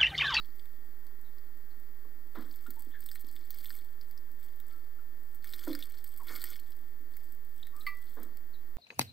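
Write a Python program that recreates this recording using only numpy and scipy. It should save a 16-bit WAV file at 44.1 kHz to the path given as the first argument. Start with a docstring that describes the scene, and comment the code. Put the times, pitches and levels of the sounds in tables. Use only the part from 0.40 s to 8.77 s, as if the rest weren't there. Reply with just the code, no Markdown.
"""Watering damp soil in a wooden box

Water from a plastic bottle soaks in close to a small camera indoors. Wet crumbs fizz and crackle as random
snaps and tone bursts that swell with each pour; strong pours patter, single drips snap and ring.
Shaped noise makes the bumps on the box, decaying modes the bottle's boom and a hard clink, glides the squeaks.
Under it lie noise rumble and hiss, a fluttering motor whine and a thin whistle.
"""
import sys
import numpy as np
from scipy import signal
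from scipy.fft import rfft, irfft
from scipy.io import wavfile
from scipy.ndimage import uniform_filter1d

SR = 44100
rng = np.random.default_rng(int(sys.argv[2]) if len(sys.argv) > 2 else 0)


def store_wav(level_fs):
    """Save 16-bit WAV to argv[1]."""
    pcm = np.round(np.clip(np.atleast_2d(level_fs), -1, 1) * 32767)
    wavfile.write(sys.argv[1], SR, pcm.T.astype(np.int16))


N = 369116
T = np.arange(N) / SR

# colour of the microphone behind its port: (frequency [Hz], gain [dB])
PORT_RESPONSE = [(2200, 5.5), (2700, -11.5), (3400, 5), (3900, -3), (4500, 7.5), (5600, -7), (7200, -7.5),
                 (8100, 3.5), (9900, -11.5), (10400, -5), (10900, -9.5), (12300, 4), (14000, 8.5),
                 (15500, 1)]


def undb(db):
    """Decibels to gain."""
    return 10 ** (np.asarray(db) / 20)


def unit(x):
    """Scale to rms 1."""
    return x / np.sqrt(np.mean(x ** 2))


def seconds(length_s):
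    """Time axis of a short sound."""
    return np.arange(int(length_s * SR)) / SR


def fade(t, t60):
    """Exponential decay, 60 dB down after t60."""
    return np.exp(-np.log(1000) * t / t60)


def add(out, start_s, x):
    """Mix x into out at start_s."""
    i = max(int(start_s * SR), 0)
    out[i:i + len(x)] += x[:max(N - i, 0)]


def colour(x, points, size=4096):
    """Causal minimum-phase filter through (Hz, dB) points, by folding the cepstrum."""
    hz, db = np.transpose(points)
    bin_hz = np.maximum(np.arange(size // 2 + 1) * SR / size, 1)
    gain_db = np.interp(np.log(bin_hz), np.log(hz), db)
    cepstrum = irfft(np.log(undb(gain_db)))
    cepstrum[1:size // 2] *= 2
    cepstrum[size // 2 + 1:] = 0
    impulse = irfft(np.exp(rfft(cepstrum)))
    return signal.fftconvolve(x, impulse)[:len(x)]


def echo(x, t60_s, wet_db):
    """The sound plus a diffuse, decaying noise tail of reflections."""
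    t = seconds(t60_s)
    tail = rng.standard_normal(len(t)) * fade(t, t60_s) * (t > t60_s / 20)
    tail /= np.linalg.norm(tail)
    return x + undb(wet_db) * signal.fftconvolve(x, tail)[:N]


def background(whine_db=-74, flutter_hz=39.7, flutter_rad=0.94, wander_rms_hz=9):
    """Room rumble and microphone hiss are coloured noise; the camera adds a motor whine and a whistle."""
    # room noise spectrum: (frequency [Hz], relative level [dB])
    room_tone = [(25, -2.5), (55, -14), (79, 1.5), (105, -11), (145, -18.5), (220, -4), (300, 2),
                 (420, -6.5), (800, -11.5), (1500, -11), (2000, -13), (2600, -26.5), (5000, -34)]
    # motor pitch: (time [s], frequency [Hz])
    motor_pitch = [(0, 1857), (2, 1844), (3.6, 1818), (5, 1811), (7, 1822), (8.3, 1840)]
    rumble_db, hiss_db, whistle_db = -67, -70, -67.0
    whistle_hz, slips_per_s, slip_turns = 14203, 50, .42

    rumble = undb(rumble_db) * unit(colour(rng.standard_normal(N), room_tone))
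    hiss = undb(hiss_db) * unit(colour(rng.standard_normal(N), PORT_RESPONSE))

    wander_hz = wander_rms_hz * unit(uniform_filter1d(rng.standard_normal(N), size=300))
    whine_hz = np.interp(T, *np.transpose(motor_pitch)) + wander_hz
    flutter = flutter_rad * np.sin(2 * np.pi * flutter_hz * T)
    whine = undb(whine_db) * unit(np.sin(2 * np.pi * np.cumsum(whine_hz) / SR + flutter))

    # smoothing across each phase slip makes the whistle dip briefly
    slips = np.exp(2j * np.pi * slip_turns * np.floor(slips_per_s * T))
    slips = uniform_filter1d(slips, size=160)
    whistle = undb(whistle_db) * unit(np.real(slips * np.exp(2j * np.pi * whistle_hz * T)))
    return rumble + hiss + whine + whistle


def flow():
    """Gains of the fine fizz and coarse crackle: gushes swell, hold and drain, adding in power over a seepage."""
    # gushes reaching the soil: (start [s], length [s], fine fizz level [dB], coarse crackle level [dB])
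    gushes = [(-.05, 0.36, -70, -79), (1.91, 0.33, -61, -72), (2.227, 0.24, -63, -76),
              (2.568, .19, -57, -69), (2.825, 0.25, -62, -71.5), (3.083, 0.3, -56, -64.5),
              (3.565, 0.079, -65, -78), (3.963, 0.12, -63, -74), (4.243, 0.13, -64.5, -75),
              (4.735, 0.17, -68, -86), (5.014, 0.21, -56.5, -61), (5.194, .22, -54.5, -59.5),
              (5.429, 0.17, -61, -66), (5.615, .22, -59, -71.5), (5.839, 0.13, -49.5, -55),
              (5.96, 0.16, -52.5, -58.5), (6.22, 0.17, -67, -79), (6.683, 0.18, -64.5, -75.5),
              (7.102, 0.095, -61.5, -78), (7.341, 0.086, -57.5, -74), (7.52, 0.34, -64, -75)]
    attack_s, release_t60_s = 0.049, 0.37
    drain_db, drain_t60_s = -11.5, 1.4  # weak remainder
    seep_fizz_db, seep_crackle_db = -80, -93

    fine_power, coarse_power = undb(seep_fizz_db) ** 2, undb(seep_crackle_db) ** 2
    for start_s, length_s, fizz_db, crackle_db in gushes:
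        after_s = np.maximum(T - start_s - length_s, 0)
        swell = np.clip((T - start_s) / attack_s, 0, 1)
        drain = undb(drain_db) * fade(after_s, drain_t60_s)
        gush = swell * np.maximum(fade(after_s, release_t60_s), drain)
        fine_power = fine_power + (undb(fizz_db) * gush) ** 2
        coarse_power = coarse_power + (undb(crackle_db) * gush) ** 2
    return np.sqrt(fine_power), np.sqrt(coarse_power)


def ticking(rate_hz, spread_db, t60_s):
    """Envelope of random decaying snaps; its mean power stays even however sparse they are."""
    when, chance = rng.random((2, N))
    strength = undb(-spread_db * np.log(chance + .02))
    energy = (when < rate_hz / SR) * strength ** 2 / rate_hz
    return np.sqrt(signal.lfilter([1], [1, -fade(1 / SR, t60_s) ** 2], energy))


def grains(rate_hz, lo_hz, hi_hz, swell_s, spread_db, size=256):
    """Randomly timed tone bursts that swell and die within milliseconds: many small, a few large."""
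    when, pitch, chance, turn = rng.random((int(rate_hz * N / SR), 4)).T[:, :, None]
    hz = np.minimum(lo_hz * (hi_hz / lo_hz) ** pitch, SR / 2)
    strength = undb(-spread_db * np.log(chance + .03))
    k = np.arange(size)
    age = k / SR / swell_s
    tone = np.sin(2 * np.pi * (hz * k / SR + turn))
    bursts = strength * tone * age * np.exp(-age)
    index = (when * N).astype(int) + k
    return np.bincount(index.ravel(), bursts.ravel(), N)[:N]


def soaking(fine, coarse, fizz_db=0, crackle_db=-3, bubbles_db=-3):
    """Air leaves the wet soil: water films snap in a bright fizz, larger pores crackle and ring lower."""
    busy_db, snaps_per_s, pores_per_s = -55, 340, 260  # rates when the fizz gain is busy_db

    # dense while water sinks in, lone ticks once it has drained
    busy = fine / undb(busy_db)
    snaps = rng.standard_normal(N) * ticking(snaps_per_s * busy, spread_db=4.5, t60_s=0.0076)
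    cracks = rng.standard_normal(N) * ticking(pores_per_s * busy, spread_db=6.5, t60_s=0.009)

    fizz = colour(snaps, [(2000, -55), (5000, -11.0), (8000, 0.5), (13000, 2.5), (16000, -2.5)])
    crackle = colour(snaps + cracks, [(700, -23.5), (1800, -1.5), (3200, 5.0),
                                      (5500, 2.5), (9000, -15), (13000, -29)])
    bubbles = grains(rate_hz=300, lo_hz=2390, hi_hz=8400, swell_s=0.00032, spread_db=5.5)
    fizz, crackle, bubbles = (unit(colour(x, PORT_RESPONSE)) for x in (fizz, crackle, bubbles))
    pores = undb(crackle_db) * crackle + undb(bubbles_db) * bubbles
    return fine * undb(fizz_db) * fizz + coarse * pores


def splashing(coarse, hollow_db=-3):
    """Strong pours patter in larger, duller drops, and the sloshing sounds the hollow of the bottle."""
    full_gush_db, splash_db = -54.5, -56  # crackle gain of a full gush, splash level there
    slope = 2.03  # dB of splash per dB of crackle
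    strength = undb(splash_db) * (coarse / undb(full_gush_db)) ** slope

    patter = grains(rate_hz=1700, lo_hz=1164, hi_hz=2460, swell_s=0.00079, spread_db=5.0)
    hollow = colour(rng.standard_normal(N), [(150, -35.5), (260, -11), (330, -5.5), (400, -13.0),
                                             (550, -17.0), (800, -26), (2000, -38)])
    return strength * (unit(colour(patter, PORT_RESPONSE)) + undb(hollow_db) * unit(hollow))


def squeaks(rough=0.062, overtone_db=-22):
    """Short, unsteady gliding tones with a weak octave."""
    # faint squeaks and pips: (time [s], length [s], start pitch [Hz], end pitch [Hz], level [dB])
    glides = [(0, .05, 4540, 4400, -61), (0.843, 0.07, 3870, 3570, -71.5), (1.302, 0.039, 4500, 4340, -69),
              (2.262, 0.022, 1380, 1390, -49.5), (2.365, 0.044, 887, 956, -57.5),
              (2.506, .08, 3420, 3350, -66.5), (2.537, 0.051, 1834, 1566, -51.5),
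              (4.302, 0.13, 1360, 1340, -65.5), (4.584, .033, 1344, 1387, -61),
              (5.797, 0.043, 1113, 870, -50.5), (7.229, 0.0081, 3800, 3600, -43.5),
              (7.328, 0.14, 1132, 1305, -58.5), (7.407, 0.017, 4030, 3950, -51.5),
              (8.132, 0.043, 4300, 3730, -61)]
    out = np.zeros(N)
    for start_s, length_s, start_hz, end_hz, level_db in glides:
        u = seconds(length_s) / length_s
        waver = unit(uniform_filter1d(rng.standard_normal(SR // 4), size=50))[:len(u)]
        hz = (start_hz + (end_hz - start_hz) * u) * (1 + rough * waver)
        phase = 2 * np.pi * np.cumsum(hz) / SR
        tone = np.sin(phase) + undb(overtone_db) * np.sin(2 * phase)
        add(out, start_s, undb(level_db) * np.sin(np.pi * np.sqrt(u)) * tone)
    return out


def drips(snap_t60_s=0.0067, pop_t60_cycles=22, plop_hz=1850, plop_t60_cycles=10, rise_s=0.00031):
    """A film snaps, and the pore and the hollow beneath it ring for a few cycles."""
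    # single drips and bursting bubbles, levels ahead of the trims below:
    # (time [s], snap level [dB], pop pitch [Hz], pop level [dB], low plop level [dB])
    drip_events = [(0.256, -46, 3560, -64, -59), (0.6675, -45, 4430, -64, -66),
                   (0.9833, -49.5, 4600, -58, -68), (1.3987, -48, 3200, -83, -78),
                   (2.113, -46, 4560, -53, -67), (2.3057, -31.5, 4530, -53.5, -72),
                   (2.6617, -29, 4330, -72, -72), (2.6887, -40, 3550, -48, -61),
                   (2.7151, -34, 4690, -46.5, -51.5), (2.7567, -33.5, 4160, -51, -45),
                   (2.964, -43, 3520, -51, -53), (3.1058, -27, 4570, -55, -68),
                   (3.1862, -34.5, 4430, -54, -62), (3.245, -30.5, 4500, -59, -49),
                   (3.257, -36, 3500, -44.5, -59), (3.3048, -38, 4630, -45.5, -44),
                   (3.6123, -42.5, 4630, -50.5, -73), (3.711, -39.5, 4440, -74, -68),
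                   (3.7765, -43.5, 5030, -52, -79), (3.916, -45, 2880, -84, -73),
                   (4.03, -45, 3700, -71, -67), (4.201, -36.5, 3740, -58, -69),
                   (4.947, -41.5, 2830, -81, -59), (5.044, -34, 4570, -55, -46.5),
                   (5.092, -36.5, 4700, -56, -65), (5.1358, -38, 3880, -39, -46),
                   (5.3312, -39, 4180, -40.5, -68), (5.3508, -28.5, 4760, -38.5, -40),
                   (5.426, -36, 3620, -37, -73), (5.6427, -34, 3080, -66, -73),
                   (5.764, -45, 4530, -72, -78), (5.9607, -27, 4860, -46, -57),
                   (6.017, -31, 4300, -49, -55), (6.04, -23, 3140, -50.5, -42.5),
                   (6.7683, -37, 3670, -80, -60), (7.2695, -40.5, 3760, -57, -53.5),
                   (7.831, -33.5, 4670, -70, -63), (7.9708, -37.5, 4740, -86, -66)]
    snap_trim_db, pop_trim_db, plop_trim_db = 1, 5, 3
    snap_spectrum = [(700, -23.5), (1800, -13.0), (7000, -1.5), (13000, 4.5)]

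    out, t = np.zeros(N), seconds(.03)
    attack = 1 - np.exp(-t / rise_s)
    for start_s, snap_db, pop_hz, pop_db, plop_db in drip_events:
        snap = colour(rng.standard_normal(len(t)) * attack * fade(t, snap_t60_s), snap_spectrum)
        snap = colour(snap, PORT_RESPONSE)
        pop = np.sin(2 * np.pi * pop_hz * t) * attack * fade(pop_hz * t, pop_t60_cycles)
        low_hz = plop_hz * (1 + 0.089 * rng.standard_normal())
        plop = np.sin(2 * np.pi * low_hz * t) * attack * fade(low_hz * t, plop_t60_cycles)
        for part, peak_db in ((snap, snap_db + snap_trim_db),
                              (pop, pop_db + pop_trim_db),
                              (plop, plop_db + plop_trim_db)):
            add(out, start_s, undb(peak_db) * part / abs(part).max())
    return out


def bumps(scrape_rise_s=0.0009, thud_rise_s=0.0042, scrape_octaves=2.03, thud_band_hz=(172, 370)):
    """Soft blows shake the filled box: the contact scrapes, then the body thuds, both as band-passed noise."""
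    # bumps, levels ahead of the envelope:
    # (time [s], scrape level [dB], scrape centre [Hz], thud level [dB], t60 [s])
    blows = [(1.648, -53.5, 620, -68, 0.099), (1.951, -47.5, 1170, -44, 0.33),
             (2.263, -59, 1900, -46, 0.096), (2.448, -74, 1000, -47, 0.056), (2.822, -73, 1000, -47, 0.052),
             (5.271, -41.5, 860, -41, 0.14), (5.803, -60, 1000, -55, 0.093), (5.906, -47, 1450, -53, 0.1),
             (6.584, -76, 1000, -53, 0.1), (7.768, -51, 880, -51, 0.39)]
    # colour of the filled box: (frequency [Hz], gain [dB])
    box_response = [(120, -35.5), (200, 5.5), (280, 7), (400, 2.5), (700, -10), (1200, -7), (1900, -10.5),
                    (2700, -28.5), (3500, -10.5), (6000, -20)]
    thud_lag_s = 0.01602  # the body answers after the contact

    out, t = np.zeros(N), seconds(.5)
    for start_s, scrape_db, centre_hz, thud_db, t60_s in blows:
        scrape_band_hz = centre_hz * 2 ** (scrape_octaves * np.array([-.5, .5]))
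        for lag_s, level_db, band_hz, rise_s in ((0, scrape_db, scrape_band_hz, scrape_rise_s),
                                                 (thud_lag_s, thud_db, thud_band_hz, thud_rise_s)):
            band = signal.butter(2, band_hz, "band", fs=SR, output="sos")
            shake = colour(rng.standard_normal(len(t)), box_response)
            shake = unit(signal.sosfilt(band, shake))
            envelope = (1 - np.exp(-t / rise_s)) * fade(t, t60_s)
            add(out, start_s + lag_s, undb(level_db) * shake * envelope)
    return out


def struck(blows, modes, crack_db, crack_t60_s, rise_s):
    """A blow makes a short contact noise and rings the modes; opposed neighbours swell and beat."""
    crack_spectrum = [(300, -13), (2000, -2.0), (2700, -14), (4600, 5), (6000, -22), (15000, 2)]
    out, t = np.zeros(N), seconds(.5)
    ring = np.zeros(len(t))
    for k, (hz, mode_db, t60_s) in enumerate(modes):
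        ring += (-1) ** k * undb(mode_db) * np.sin(2 * np.pi * hz * t) * fade(t, t60_s)
    for start_s, level_db in blows:
        crack = unit(colour(rng.standard_normal(len(t)), crack_spectrum))
        crack = undb(crack_db) * crack * fade(t, crack_t60_s)
        add(out, start_s, undb(level_db) * (ring + crack) * (1 - np.exp(-t / rise_s)))
    return out


def bottle_boom():
    """The bottle's wall springs back and rings its low modes; the boom carries no deep bass."""
    # wall springs back: (time [s], level [dB])
    flexes = [(5.271, -29.5), (5.296, -32)]
    # bottle modes: (frequency [Hz], relative level [dB], t60 [s])
    bottle_modes = [(289.2, -4.5, 0.32), (320, -2, 0.14), (393, -0.5, 0.026), (484, -23.5, .12),
                    (529, -18.5, 0.33), (626, -17, 0.12)]
    boom = struck(flexes, bottle_modes, crack_db=-35, crack_t60_s=0.036, rise_s=0.0012)
    return signal.sosfilt(signal.butter(4, 215, "high", fs=SR, output="sos"), boom)


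def hard_clink():
    """A hard object is struck and rings its modes."""
    # strikes: (time [s], level [dB])
    strikes = [(7.466, -31), (7.475, -42)]
    # object modes: (frequency [Hz], relative level [dB], t60 [s])
    hard_modes = [(1161, -5.5, 0.18), (1183, -4, 0.15), (1976, -9, 0.32), (2047, 3, 0.092),
                  (2325, -12, 0.19), (2670, -22, 0.16), (3065, -19.5, 0.1), (4400, -22.5, 0.2),
                  (4430, -11, 0.057), (4630, -21, 0.06)]
    return struck(strikes, hard_modes, crack_db=-11.5, crack_t60_s=0.14, rise_s=0.00041)


def scene():
    """Water echoes briefly in the box, knocks ring on in the room; one microphone feeds both channels."""
    fine, coarse = flow()
    water = echo(soaking(fine, coarse) + splashing(coarse) + drips(), t60_s=0.043, wet_db=-5.5)
    small = echo(squeaks() + bumps(), t60_s=0.3, wet_db=-11.0)
    knocks = echo(bottle_boom() + hard_clink(), t60_s=.3, wet_db=-16)
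    return np.tile(background() + water + small + knocks, (2, 1))


def record(dry):
    """The camera cuts the top; each channel rests on a small constant offset."""
    # constant offset of each channel: (left, right) [full scale]
    channel_offset = [.0113, .0291]
    low_pass = signal.ellip(10, .2, 70, 15800, fs=SR, output="sos")
    return signal.sosfilt(low_pass, dry) + np.array(channel_offset)[:, None]


dry = scene()
out = record(dry)
store_wav(out)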